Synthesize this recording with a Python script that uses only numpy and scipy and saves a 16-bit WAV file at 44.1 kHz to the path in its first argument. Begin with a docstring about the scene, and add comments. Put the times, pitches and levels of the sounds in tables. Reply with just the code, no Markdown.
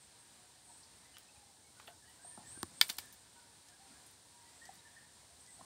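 """A quiet farmyard at one microphone, over the noise of leaves and insects and the notes of far birds and fowl.
A dog licks its lips in small crackles of saliva, then ringing mouth cavities pop; a small bird whistles very
high in the bushes on gliding sines. Beside the dog something hard, probably the fruit knife, is put down: two soft
knocks and a hard-edged one ring the ground, a sharp clack, a scrape and a lighter clack ring board and blade.
Last come more wet pops and smacks as the dog takes fruit from a hand; wobbling twitters sound early and late."""
import sys
import numpy as np
from scipy import signal
from scipy.fft import rfft, irfft, next_fast_len
from scipy.io import wavfile
from scipy.ndimage import uniform_filter1d

SR = 44100
rng = np.random.default_rng(int(sys.argv[2]) if len(sys.argv) > 2 else 0)


def wav_out(sig):
    """Save sig, one row per channel (or a flat mono array), as 16-bit PCM at SR to the path in sys.argv[1]."""
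    wavfile.write(sys.argv[1], SR, np.round(np.clip(np.atleast_2d(sig).T, -1, 1) * 32767).astype(np.int16))


N = 249165  # length of the scene [samples]
SHORT = 8192  # length of one brief sound [samples]
T = np.arange(SHORT) / SR  # its time axis [s]

# All levels are relative: spectra and mixing gains act on them later.
# Wet pops of tongue and lips: (time [s], middle cavity pitch [Hz], peak level [dB], decay [s])
POP_EVENTS = [(1.7985, 1204, -54, .003), (1.8, 1850, -62, .002), (1.873, 3190, -56, 0.0026),
              (1.8765, 780, -59, .004), (1.8825, 673, -50.5, 0.0072), (1.901, 684, -57, .005),
              (2.2465, 713, -50, 0.0039), (4.6904, 768, -44, 0.0049), (4.791, 3870, -55.5, 0.0028),
              (5.592, 710, -54, .005), (5.609, 1035, -50, 0.0029)]
# Clearest smacks of saliva and moist fruit:
# (time [s], level [dB], centre [Hz], width [octaves], decay [s])
SMACK_EVENTS = [(.831, -58.5, 4830, 0.16, 0.013), (1.1675, -49, 2020, 0.77, 0.004),
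                (1.1835, -48, 5000, 1.4, .0025), (1.799, -49, 1500, 1.3, 0.0028),
                (1.825, -58, 3750, 0.14, 0.0054), (1.8738, -52, 3220, 0.2, 0.0083),
                (1.877, -54, 590, 1.3, 0.017), (2.248, -61, 650, 0.67, 0.0039),
                (2.3755, -49, 865, 0.36, .005), (2.388, -60.5, 835, 0.22, 0.032),
                (1.865, -64, 11900, 0.37, 0.026), (2.09, -72, 12000, .4, .03),
                (3.126, -52, 10500, 1.2, .01), (3.686, -53.5, 4500, 0.64, 0.003),
                (4.063, -58, 9300, 0.25, 0.011), (4.112, -54.5, 11000, .45, .002),
                (4.654, -52.5, 4930, 0.62, .004), (4.736, -66, 12000, 0.44, 0.018),
                (4.7532, -53.5, 6500, 0.53, .0025), (5.228, -67.5, 765, .3, 0.019),
                (5.462, -59.5, 5530, .3, 0.0046), (5.609, -58, 780, 0.38, 0.025)]
# Faint saliva ticks at random moments while the dog eats
EATS_FROM_S, EATS_UNTIL_S = 5.3, 5.6
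TICK_HZ, TICK_SPREAD_OCTAVES, TICK_WIDTH_OCTAVES = 7600, 0.24, 0.41
TICK_DB, TICK_DECAY_S = -68.5, 0.0026
# Soft shuffles of arm and sleeve: (time [s], length [s], level [dB], centre [Hz], width [octaves])
SLEEVE_RUBS = [(2.363, 0.29, -67, 91, 0.51), (2.6, 0.17, -71, 170, 0.63), (2.37, 0.028, -58.5, 188, 0.25),
               (3.85, 0.11, -66, 265, 0.11), (4.728, 0.069, -71, 177, 0.66), (5.593, 0.048, -65, 212, .4)]

# Knife contacts: (time [s], blow level [dB], scraping level [dB], build-up [s], decay [s],
# brightness above 3 kHz [dB per octave], low cut [Hz], ground thud level [dB], litter level [dB])
KNIFE_CONTACTS = [(2.8126, -13, -22, 0.000074, 0.0014, -2, 800, -47, -42.5),
                  (2.9, -45, -32, 0.0045, 0.0044, 0, 150, -44, -51),
                  (2.9852, -33, -34, 0.0005, 0.0053, 1.5, 756, -46, -52.5)]
# Ringing of the struck board, before it is choked: (frequency [Hz], level [dB], t60 [s])
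BOARD_RESONANCES = [(960, -15.5, 0.026), (1390, -13, 0.029), (1790, -9.5, 0.028), (2120, -12.2, 0.03),
                    (2280, -8.0, 0.036), (2590, -15.3, 0.03), (3090, -7.5, 0.03), (3510, 0.5, 0.018),
                    (3890, -6.5, 0.023), (4010, -7.8, 0.021), (4430, -4, 0.026), (4610, -10.3, 0.031),
                    (4870, -2.5, 0.021), (5260, -12.8, 0.035), (5490, -13.2, 0.024), (6720, -10.0, 0.014),
                    (7750, -13.0, 0.014), (8460, -10.5, 0.016), (9100, -11.5, 0.016), (11410, -9.5, 0.011),
                    (13080, -14.3, 0.009), (14940, -9, 0.013)]
# The blade's close pair of modes: (frequency [Hz], level [dB], t60 [s])
BLADE_RESONANCES = [(2190, -29, .07), (2305, -24, .08)]
# Spectrum of the crack of the contact itself: (frequency [Hz], level [dB])
CRACK_SPECTRUM = [(100, -14.5), (450, -16.5), (830, -3.5), (1250, -8.5), (1700, -13), (2250, -7),
                  (2800, -3), (3500, -15), (4800, 1.5), (6200, -3), (8800, -6), (10400, -5), (15000, -9)]
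# Two soft knocks and a hard-edged one on the ground:
# (time [s], level [dB], edge click relative to the knock [dB])
GROUND_KNOCKS = [(2.3758, -45, -28), (2.5740, -40, -42), (2.6308, -26.5, 12)]
# Ringing of the ground under a hard-edged knock: (frequency [Hz], level [dB], t60 [s])
GROUND_RESONANCES = [(87.5, -18.5, 0.11), (200, -8, 0.025), (340, -7.5, 0.034), (800, -10.5, 0.021),
                     (1090, -2.5, 0.012), (1810, -2.5, 0.0045)]
# Spectrum of the edge click: (frequency [Hz], level [dB])
EDGE_SPECTRUM = [(500, -27), (2600, -3), (3700, 3), (5300, 4.5), (6700, -5), (8800, 8), (10600, -10),
                 (13500, -2), (15500, -14)]
THUD_CLICK_DB = -10  # edge click under each knife contact, relative to its thud
# Spectrum of the dry leaf litter: (frequency [Hz], level [dB])
LITTER_SPECTRUM = [(300, -2.5), (2000, 3), (4500, 4), (6500, 0), (9000, 8.5), (10600, -7), (13500, 3),
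                   (15500, -24)]
LITTER_LAG_S, LITTER_DECAY_S = 0.0089, 0.03  # litter gives way just after each contact
# Single grains of grit that snap as the knife settles: (time [s], level [dB], centre [Hz])
GRIT_SNAPS = [(2.8105, -47, 3500), (2.8665, -46, 12500), (2.8835, -38, 14000), (2.8925, -36, 3000),
              (2.8965, -32, 3200), (2.9028, -32, 4200), (2.9115, -48, 5000), (2.916, -47, 3300),
              (2.9275, -41, 12500), (2.9535, -51, 9500), (2.969, -46, 11500), (2.983, -41, 4500),
              (3.0565, -50, 14000)]
GRIT_DECAY_S, GRIT_WIDTH_OCTAVES = 0.00095, 0.55
YARD_T60_S = 0.081  # reflections from the yard

# High whistles that close in on one top pitch:
# (time [s], length [s], start pitch [Hz], pitch rise [s], swell [s], level [dB])
WHISTLE_EVENTS = [(2.202, .157, 7420, .035, 0.036, -57.5), (2.443, 0.19, 6970, .043, 0.033, -56.5),
                  (2.713, 0.185, 7680, .06, .06, -60.5)]
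WHISTLE_TOP_HZ = 8940
# Bouts of thin twittering deeper in the bushes: (time [s], length [s], level [dB], centre [Hz])
TWITTER_BOUTS = [(-.04, 0.065, -61.5, 8620), (0.178, 0.022, -59, 8600), (0.62, 0.18, -63, 8400),
                 (4.506, 0.19, -69, 8000), (5.386, 0.03, -60.5, 8550), (5.446, 0.11, -61.5, 8290)]
TWITTER_FALL = 0.055  # share of its pitch that each bout sinks by
# Gliding calls of far birds: (time [s], length [s], start pitch [Hz], end pitch [Hz], level [dB])
FAR_CALLS = [(1.05, 0.021, 1990, 1990, -66), (1.138, 0.025, 3020, 2950, -61),
             (1.285, 0.015, 2550, 2650, -65), (1.36, 0.012, 2460, 2430, -67),
             (1.74, 0.054, 1466, 1460, -69), (1.875, 0.069, 1500, 1516, -71),
             (2.022, 0.027, 1720, 1704, -65.5), (2.055, 0.055, 2968, 2950, -71),
             (2.075, 0.033, 1860, 1950, -66), (2.19, 0.057, 1527, 1680, -65.5),
             (2.29, 0.083, 1770, 1780, -70), (2.425, 0.054, 1840, 1780, -65),
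             (2.55, 0.0425, 1570, 1570, -62), (3.018, 0.094, 1784, 1722, -66),
             (3.34, 0.125, 1495, 1440, -72), (3.6, 0.15, 1760, 1740, -76), (3.72, .06, 1616, 1630, -71),
             (3.86, 0.094, 1430, 1340, -72), (3.9, .085, 1665, 1625, -74), (4.45, 0.046, 1910, 1950, -69),
             (4.612, 0.071, 1816, 1945, -58.5), (4.85, 0.039, 1775, 1758, -61),
             (4.962, 0.055, 1832, 1730, -59.5), (5.475, 0.034, 2000, 1980, -66.5)]
# Level hoots of far fowl: (time [s], pitch [Hz], level [dB])
FOWL_HOOTS = [(.63, 930, -68.5), (1.335, 822, -68), (2.06, 990, -78), (2.26, 967, -70.5), (3.32, 940, -70),
              (3.79, 778, -67.5), (4.315, 951, -67), (4.77, 942, -74)]
HOOT_S = 0.126
ARCH_SHARE = 0.015  # arch in the pitch of each far call and hoot, as a share
# The farthest fowl and birds: (pitch [Hz], pitch spread [share], level [dB])
FARTHEST_CALLS = [(782, 0.0616, -77), (942, 0.03, -78), (1740, 0.1, -80)]

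# Spectrum of the outdoor air: (frequency [Hz], level per Hz [dB])
AIR_SPECTRUM = [(25, -18), (45, -8), (72, 4), (130, -0.5), (200, -3), (280, -3.5), (400, -6.5), (720, -6.5),
                (1000, -6.5), (1250, -9.5), (1700, -8), (2100, -10), (2800, -11), (4100, -5.5), (6600, -10),
                (7600, -6)]
# Continuation of it, the high insect hiss: (frequency [Hz], level per Hz [dB])
INSECT_SPECTRUM = [(8100, -6), (8850, -1), (9800, -10.5), (11300, -20.5), (14000, -21), (15600, -24.5)]
# Level of the air over time: (time [s], level [dB])
AIR_LEVEL_TRACK = [(0.0, -67.5), (2.2, -67), (2.52, -65), (3.04, -64), (3.23, -67), (3.78, -67),
                   (3.94, -65.5), (4.12, -67), (4.31, -67), (4.66, -66), (5.25, -68), (5.65, -65)]
# Gain of the air's upper mids over time: (time [s], level [dB])
MIDS_LEVEL_TRACK = [(0, 1.5), (.75, -1), (1.05, 1.5), (1.5, -3), (1.7, -4.5), (1.85, 2), (1.98, -5.5),
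                    (2.1, -1), (3.75, -0.5), (3.95, 2), (4.3, -1.5), (4.55, 0), (4.7, 1.5), (5.65, -2)]
TOP_HZ = 15700  # upper limit of the microphone


def mouth(open_s=0.0025, glide=0.01, grain_db=3, yard_db=-9, yard_t60=0.17):
    """Parting tongue and lips ring small cavities; films of saliva burst in tiny crackles."""
    out = np.zeros(N)
    for s, hz, db, decay in POP_EVENTS:
        # the pitch lifts as the cavity opens
        track = hz * (1 + glide * (.5 - np.exp(-T / decay)))
        phase = 2 * np.pi * np.cumsum(track) / SR
        envelope = (1 - np.exp(-(T / open_s) ** 2)) * np.exp(-T / decay)
        add(out, s, amp(db) * np.sin(phase) * envelope / envelope.max())

    ticks = []
    for s in spread_times(EATS_FROM_S, EATS_UNTIL_S, count=7):
        db = TICK_DB + 2 * rng.standard_normal()
        hz = TICK_HZ * 2 ** (TICK_SPREAD_OCTAVES * rng.standard_normal())
        ticks.append((s, db, hz, TICK_WIDTH_OCTAVES, TICK_DECAY_S))
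    for s, db, hz, octaves, decay in list(SMACK_EVENTS) + ticks:
        burst = crackle(np.exp(-T / decay), grain_db)
        add(out, s, amp(db) * colour(burst, hump(hz, octaves)))
    return out + amp(yard_db) * scatter(out, yard_t60)


def shuffle(flutter_db=-0.5):
    """The arm reaches down and comes back with the fruit: short, nearly steady bands of rubbing noise."""
    out = np.zeros(N)
    for s, length, db, hz, octaves in SLEEVE_RUBS:
        size = int(length * SR)
        rub = colour(rng.standard_normal(size), hump(hz, octaves))
        rub = rub * amp(flutter_db * walk(38.0, size=size))
        add(out, s, amp(db) * rub * signal.windows.tukey(size))
    return out


def knife(choke_s=0.0091, grain_db=4, rub_db=-3, bounce_s=.009, bounce_db=-22, bounce_t60=0.037,
          near_db=-21, near_t60=0.078, yard_db=-32):
    """Each contact is a blow that rings board and blade, in a rush of tiny impacts that ring the board too."""
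    out, lead = np.zeros(N), SHORT // 8
    # the knife lands flat and chokes the wood, which gives off little bass; the steel sings on a little longer
    wood = ring(BOARD_RESONANCES) * np.exp(-(T / choke_s) ** 2)
    body = wood + ring(BLADE_RESONANCES)
    t = T - lead / SR  # the rush builds up before the blow at t = 0
    for s, blow_db, scrape_db, rise, decay, tilt, low_hz, *_ in KNIFE_CONTACTS:
        rush = crackle(np.exp(np.minimum(t / rise, -t / decay)), grain_db)
        crack = colour(rush, lambda f: through(CRACK_SPECTRUM)(f) + tilt * np.log2(np.maximum(f, 3000) / 3000))
        rub = signal.fftconvolve(rush, wood / np.linalg.norm(wood))[:SHORT]
        contact = amp(scrape_db) * (crack + amp(rub_db) * rub) / np.hypot(1, amp(rub_db))
        add(contact, lead / SR, amp(blow_db) * body)
        add(out, s - lead / SR, high_pass(contact, low_hz, order=4))

    # a bright cluster of reflections comes back from the posts a moment later
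    posts = np.zeros(N)
    bright = np.diff(out, prepend=0) + out / 2
    add(posts, bounce_s, amp(bounce_db) * scatter(bright, bounce_t60, delay=0.00043))
    near = amp(near_db) * scatter(out, near_t60, damp_hz=10000)
    yard = amp(yard_db) * scatter(out, YARD_T60_S, damp_hz=9000)
    return out + posts + near + yard


def knocks(click_lead_s=0.00018, yard_db=-21):
    """An edge click, faint or hard, then the dull ring of the ground; the knife's contacts thud in it too."""
    out, clicks = np.zeros(N), np.zeros(N)
    edge_click = colour(signal.unit_impulse(SHORT), through(EDGE_SPECTRUM))
    thuds = [(s, thud_db, THUD_CLICK_DB) for s, *_, thud_db, litter_db in KNIFE_CONTACTS]
    for s, db, click_db in list(GROUND_KNOCKS) + thuds:
        # without a hard edge the push is slower and the upper modes stay quiet
        softness = np.clip(-click_db / 40, 0, 1)
        modes = [(hz, mode_db - 8 * softness * np.log2(max(hz / 400, 1)), t60)
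                 for hz, mode_db, t60 in GROUND_RESONANCES]
        add(out, s, amp(db) * ring(modes))
        add(clicks, s - click_lead_s, amp(db + click_db) * edge_click)
    return out + clicks + amp(yard_db) * scatter(out, YARD_T60_S)


def litter(grain_db=0.0):
    """Dry leaves give way in a fine, fading rustle just after each contact; grit snaps around them."""
    leaves, grit = np.zeros(N), np.zeros(N)
    for s, *_, db in KNIFE_CONTACTS:
        add(leaves, s + LITTER_LAG_S, amp(db) * crackle(np.exp(-T / LITTER_DECAY_S), grain_db))
    for s, db, hz in GRIT_SNAPS:
        snap = crackle(np.exp(-T / GRIT_DECAY_S), grain_db)
        add(grit, s, amp(db) * colour(snap, hump(hz, GRIT_WIDTH_OCTAVES)))
    return colour(leaves, through(LITTER_SPECTRUM)) + grit


def small_bird(waver=0.003, onset_waver=0.011, flutter_db=1.8, echo_db=2.5, fade_db=-12, rasp=0.017,
               foliage_t60=0.48):
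    """Thin whistles that swell in with a rasp, rise and level off, smeared by the foliage."""
    direct, far = np.zeros(N), np.zeros(N)
    for s, length, start_hz, rise_s, swell_s, db in WHISTLE_EVENTS:
        t = np.arange(int(length * SR)) / SR
        climb = np.exp(-t / rise_s)
        hz = WHISTLE_TOP_HZ + (start_hz - WHISTLE_TOP_HZ) * climb
        swell = np.minimum(t / swell_s, 1)
        # the pitch is rough on the way up and steadies at the top
        hz = hz * (1 + (waver + onset_waver * climb) * walk(500, size=len(t)))
        gain = amp(db + flutter_db * walk(174, size=len(t)))
        add(direct, s, swell ** 2 * gain * note(hz, edge=0.14))
        # the raspy rising start of each whistle echoes most
        blurred = note(hz * (1 + rasp * np.sqrt(climb) * walk(1200, size=len(t))), edge=0.1)
        add(far, s, amp(echo_db + fade_db * t / length) * swell * gain * blurred)
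    return direct + scatter(far, foliage_t60, delay=0.0014)


def twitters(swing=0.048, swing_rate=600, foliage_t60=0.38):
    """Fast wobbling notes that sink a little and arrive only as echoes from the foliage."""
    out = np.zeros(N)
    for s, length, db, hz in TWITTER_BOUTS:
        size = int(length * SR)
        fall = TWITTER_FALL * np.linspace(.5, -.5, size)
        track = hz * (1 + fall + swing * walk(swing_rate, size=size))
        add(out, s, amp(db) * note(track, edge=0.32))
    return scatter(out, foliage_t60)


def far_birds(waver=0.0093, flutter_db=5.0, flutter_rate=35, direct_db=-3, echo_db=-7.0,
              echo_waver=0.035, echo_t60=0.62):
    """Short gliding calls and level hoots from far off, broken by the air and trailing a blurred echo."""
    direct, far = np.zeros(N), np.zeros(N)
    hoots = [(s, HOOT_S, hz, hz, db) for s, hz, db in FOWL_HOOTS]
    for s, length, start_hz, end_hz, db in list(FAR_CALLS) + hoots:
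        size = int(length * SR)
        arch = ARCH_SHARE * (.5 - np.linspace(-1, 1, size) ** 2)
        hz = np.linspace(start_hz, end_hz, size) * (1 + arch + waver * walk(270, size=size))
        gain = amp(db) * unit(amp(flutter_db * walk(flutter_rate, size=size)))
        add(direct, s, gain * note(hz, edge=0.22))
        blurred = note(hz * (1 + echo_waver * walk(286, size=size)), edge=0.3)
        add(far, s, gain * blurred)
    return amp(direct_db) * direct + amp(echo_db) * scatter(far, echo_t60)


def chorus(count=64, length_s=0.087, glide=0.033, waver=0.022, echo_t60=0.35):
    """The farthest fowl and birds: faint overlapping notes at random, blurred by distance."""
    out, size = np.zeros(N), int(length_s * SR)
    for hz, spread, db in FARTHEST_CALLS:
        times = spread_times(0, N / SR, count)
        for s, (pitch, slope, loud) in zip(times, rng.standard_normal((count, 3))):
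            slide = glide * slope * np.linspace(-.5, .5, size)
            track = hz * (1 + spread * pitch + slide + waver * walk(202, size=size))
            add(out, s, amp(db + loud) * note(track, edge=0.91))
    return scatter(out, echo_t60)


def air(air_db=5.0, flicker_db=0.5, mids_hz=1900, mids_octaves=0.57):
    """Leaves and insects hiss over a low rumble of wind, as shaped noise whose upper mids rise and sink."""
    t = np.arange(N) / SR
    level_db = np.interp(t, *np.transpose(AIR_LEVEL_TRACK))
    mids_gain = amp(np.interp(t, *np.transpose(MIDS_LEVEL_TRACK)))
    hiss = unit(colour(rng.standard_normal(N), through(AIR_SPECTRUM + INSECT_SPECTRUM)))
    f = np.maximum(np.fft.rfftfreq(N, 1 / SR), 1)
    mids = irfft(rfft(hiss) * amp(hump(mids_hz, mids_octaves)(f)), N)
    hiss = hiss + (mids_gain - 1) * mids
    return hiss * amp(air_db + level_db + flicker_db * walk(15))


def scatter(x, t60, delay=0.0032, damp_hz=20000):
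    """Diffuse reflections from leaves, posts and ground, at unit energy, duller above damp_hz."""
    t = np.arange(SR // 2) / SR
    # silent until the delay, full at twice the delay
    tail = rng.standard_normal(len(t)) * amp(-60 * t / t60) * np.clip(t / delay - 1, 0, 1)
    tail = colour(tail, lambda f: -10 * np.log10(1 + np.square(np.square(f / damp_hz))))
    return signal.fftconvolve(x, tail / np.linalg.norm(tail))[:len(x)]


def crackle(envelope, grain_db):
    """A rush of noise, grainier the higher grain_db, that carries the energy of its envelope."""
    grains = rng.standard_normal(SHORT) * amp(grain_db * walk(1500, size=SHORT)) * envelope
    return unit(grains) * np.sqrt(np.mean(envelope ** 2))


def ring(modes):
    """Response of a set of decaying modes; neighbours swing in opposite senses."""
    return sum((-1) ** k * amp(db) * np.sin(2 * np.pi * hz * T) * amp(-60 * T / t60)
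               for k, (hz, db, t60) in enumerate(modes))


def note(hz, edge):
    """A sine on a pitch track, faded in and out over a share of its length."""
    sine = np.sqrt(2) * np.sin(2 * np.pi * np.cumsum(hz) / SR)
    return sine * signal.windows.tukey(len(hz), np.clip(edge, 0, 1))


def walk(rate, size=N):
    """Smooth random drift, spread near 1, with about rate new values a second."""
    k = max(int(SR / rate), 1)
    steps = np.repeat(rng.standard_normal(size // k + 2), k)
    return unit(uniform_filter1d(steps, k))[:size]


def spread_times(start, end, count):
    """Random moments, one in each equal part of a stretch of time."""
    return start + (end - start) * (np.arange(count) + rng.random(count)) / count


def colour(x, db_at):
    """Causal (minimum-phase) filter of unit power gain; db_at gives its shape over frequency."""
    size = 2 * next_fast_len(len(x))
    gain = amp(db_at(np.maximum(np.fft.rfftfreq(size, 1 / SR), 1)))
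    cepstrum = irfft(np.log(unit(gain) + 1e-6))
    # folding the cepstrum forward in time makes the filter causal
    cepstrum[1:size // 2] *= 2
    cepstrum[size // 2 + 1:] = 0
    return irfft(rfft(x, size) * np.exp(rfft(cepstrum)))[:len(x)]


def through(points):
    """Spectrum through (frequency [Hz], level [dB]) points on a log-frequency axis."""
    hz, db = np.transpose(points)
    return lambda f: np.interp(np.log(f), np.log(hz), db)


def hump(hz, octaves):
    """Spectrum of one broad resonance, 12 dB down at twice the given width to either side."""
    return lambda f: -40 * np.log10(1 + (np.log2(f / hz) / octaves / 2) ** 2)


def high_pass(x, hz, order):
    """Weaken what lies below a frequency (Butterworth filter)."""
    return signal.sosfilt(signal.butter(order, hz, "high", fs=SR, output="sos"), x)


def add(track, s, sound):
    """Mix a sound into a track at a time in seconds."""
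    i = int(round(s * SR))
    sound, i = sound[max(-i, 0):], max(i, 0)
    track[i:i + len(sound)] += sound[:len(track) - i]


def unit(x):
    """Scale to rms 1."""
    return x / np.sqrt(np.mean(x ** 2))


def amp(db):
    """Decibels to gain."""
    return 10 ** (np.asarray(db) / 20)


def scene():
    """All sources, near and far, at one microphone."""
    handling = knife() + knocks() + litter() + shuffle()
    birds = small_bird() + twitters() + far_birds() + chorus()
    return (handling + mouth() + birds + air())[None]


def record(dry):
    """The microphone drops the deepest bass and cuts the top."""
    thin = high_pass(dry, 50, order=2)
    return signal.sosfilt(signal.ellip(10, .2, 70, TOP_HZ, fs=SR, output="sos"), thin)


dry = scene()
out = record(dry)
wav_out(out)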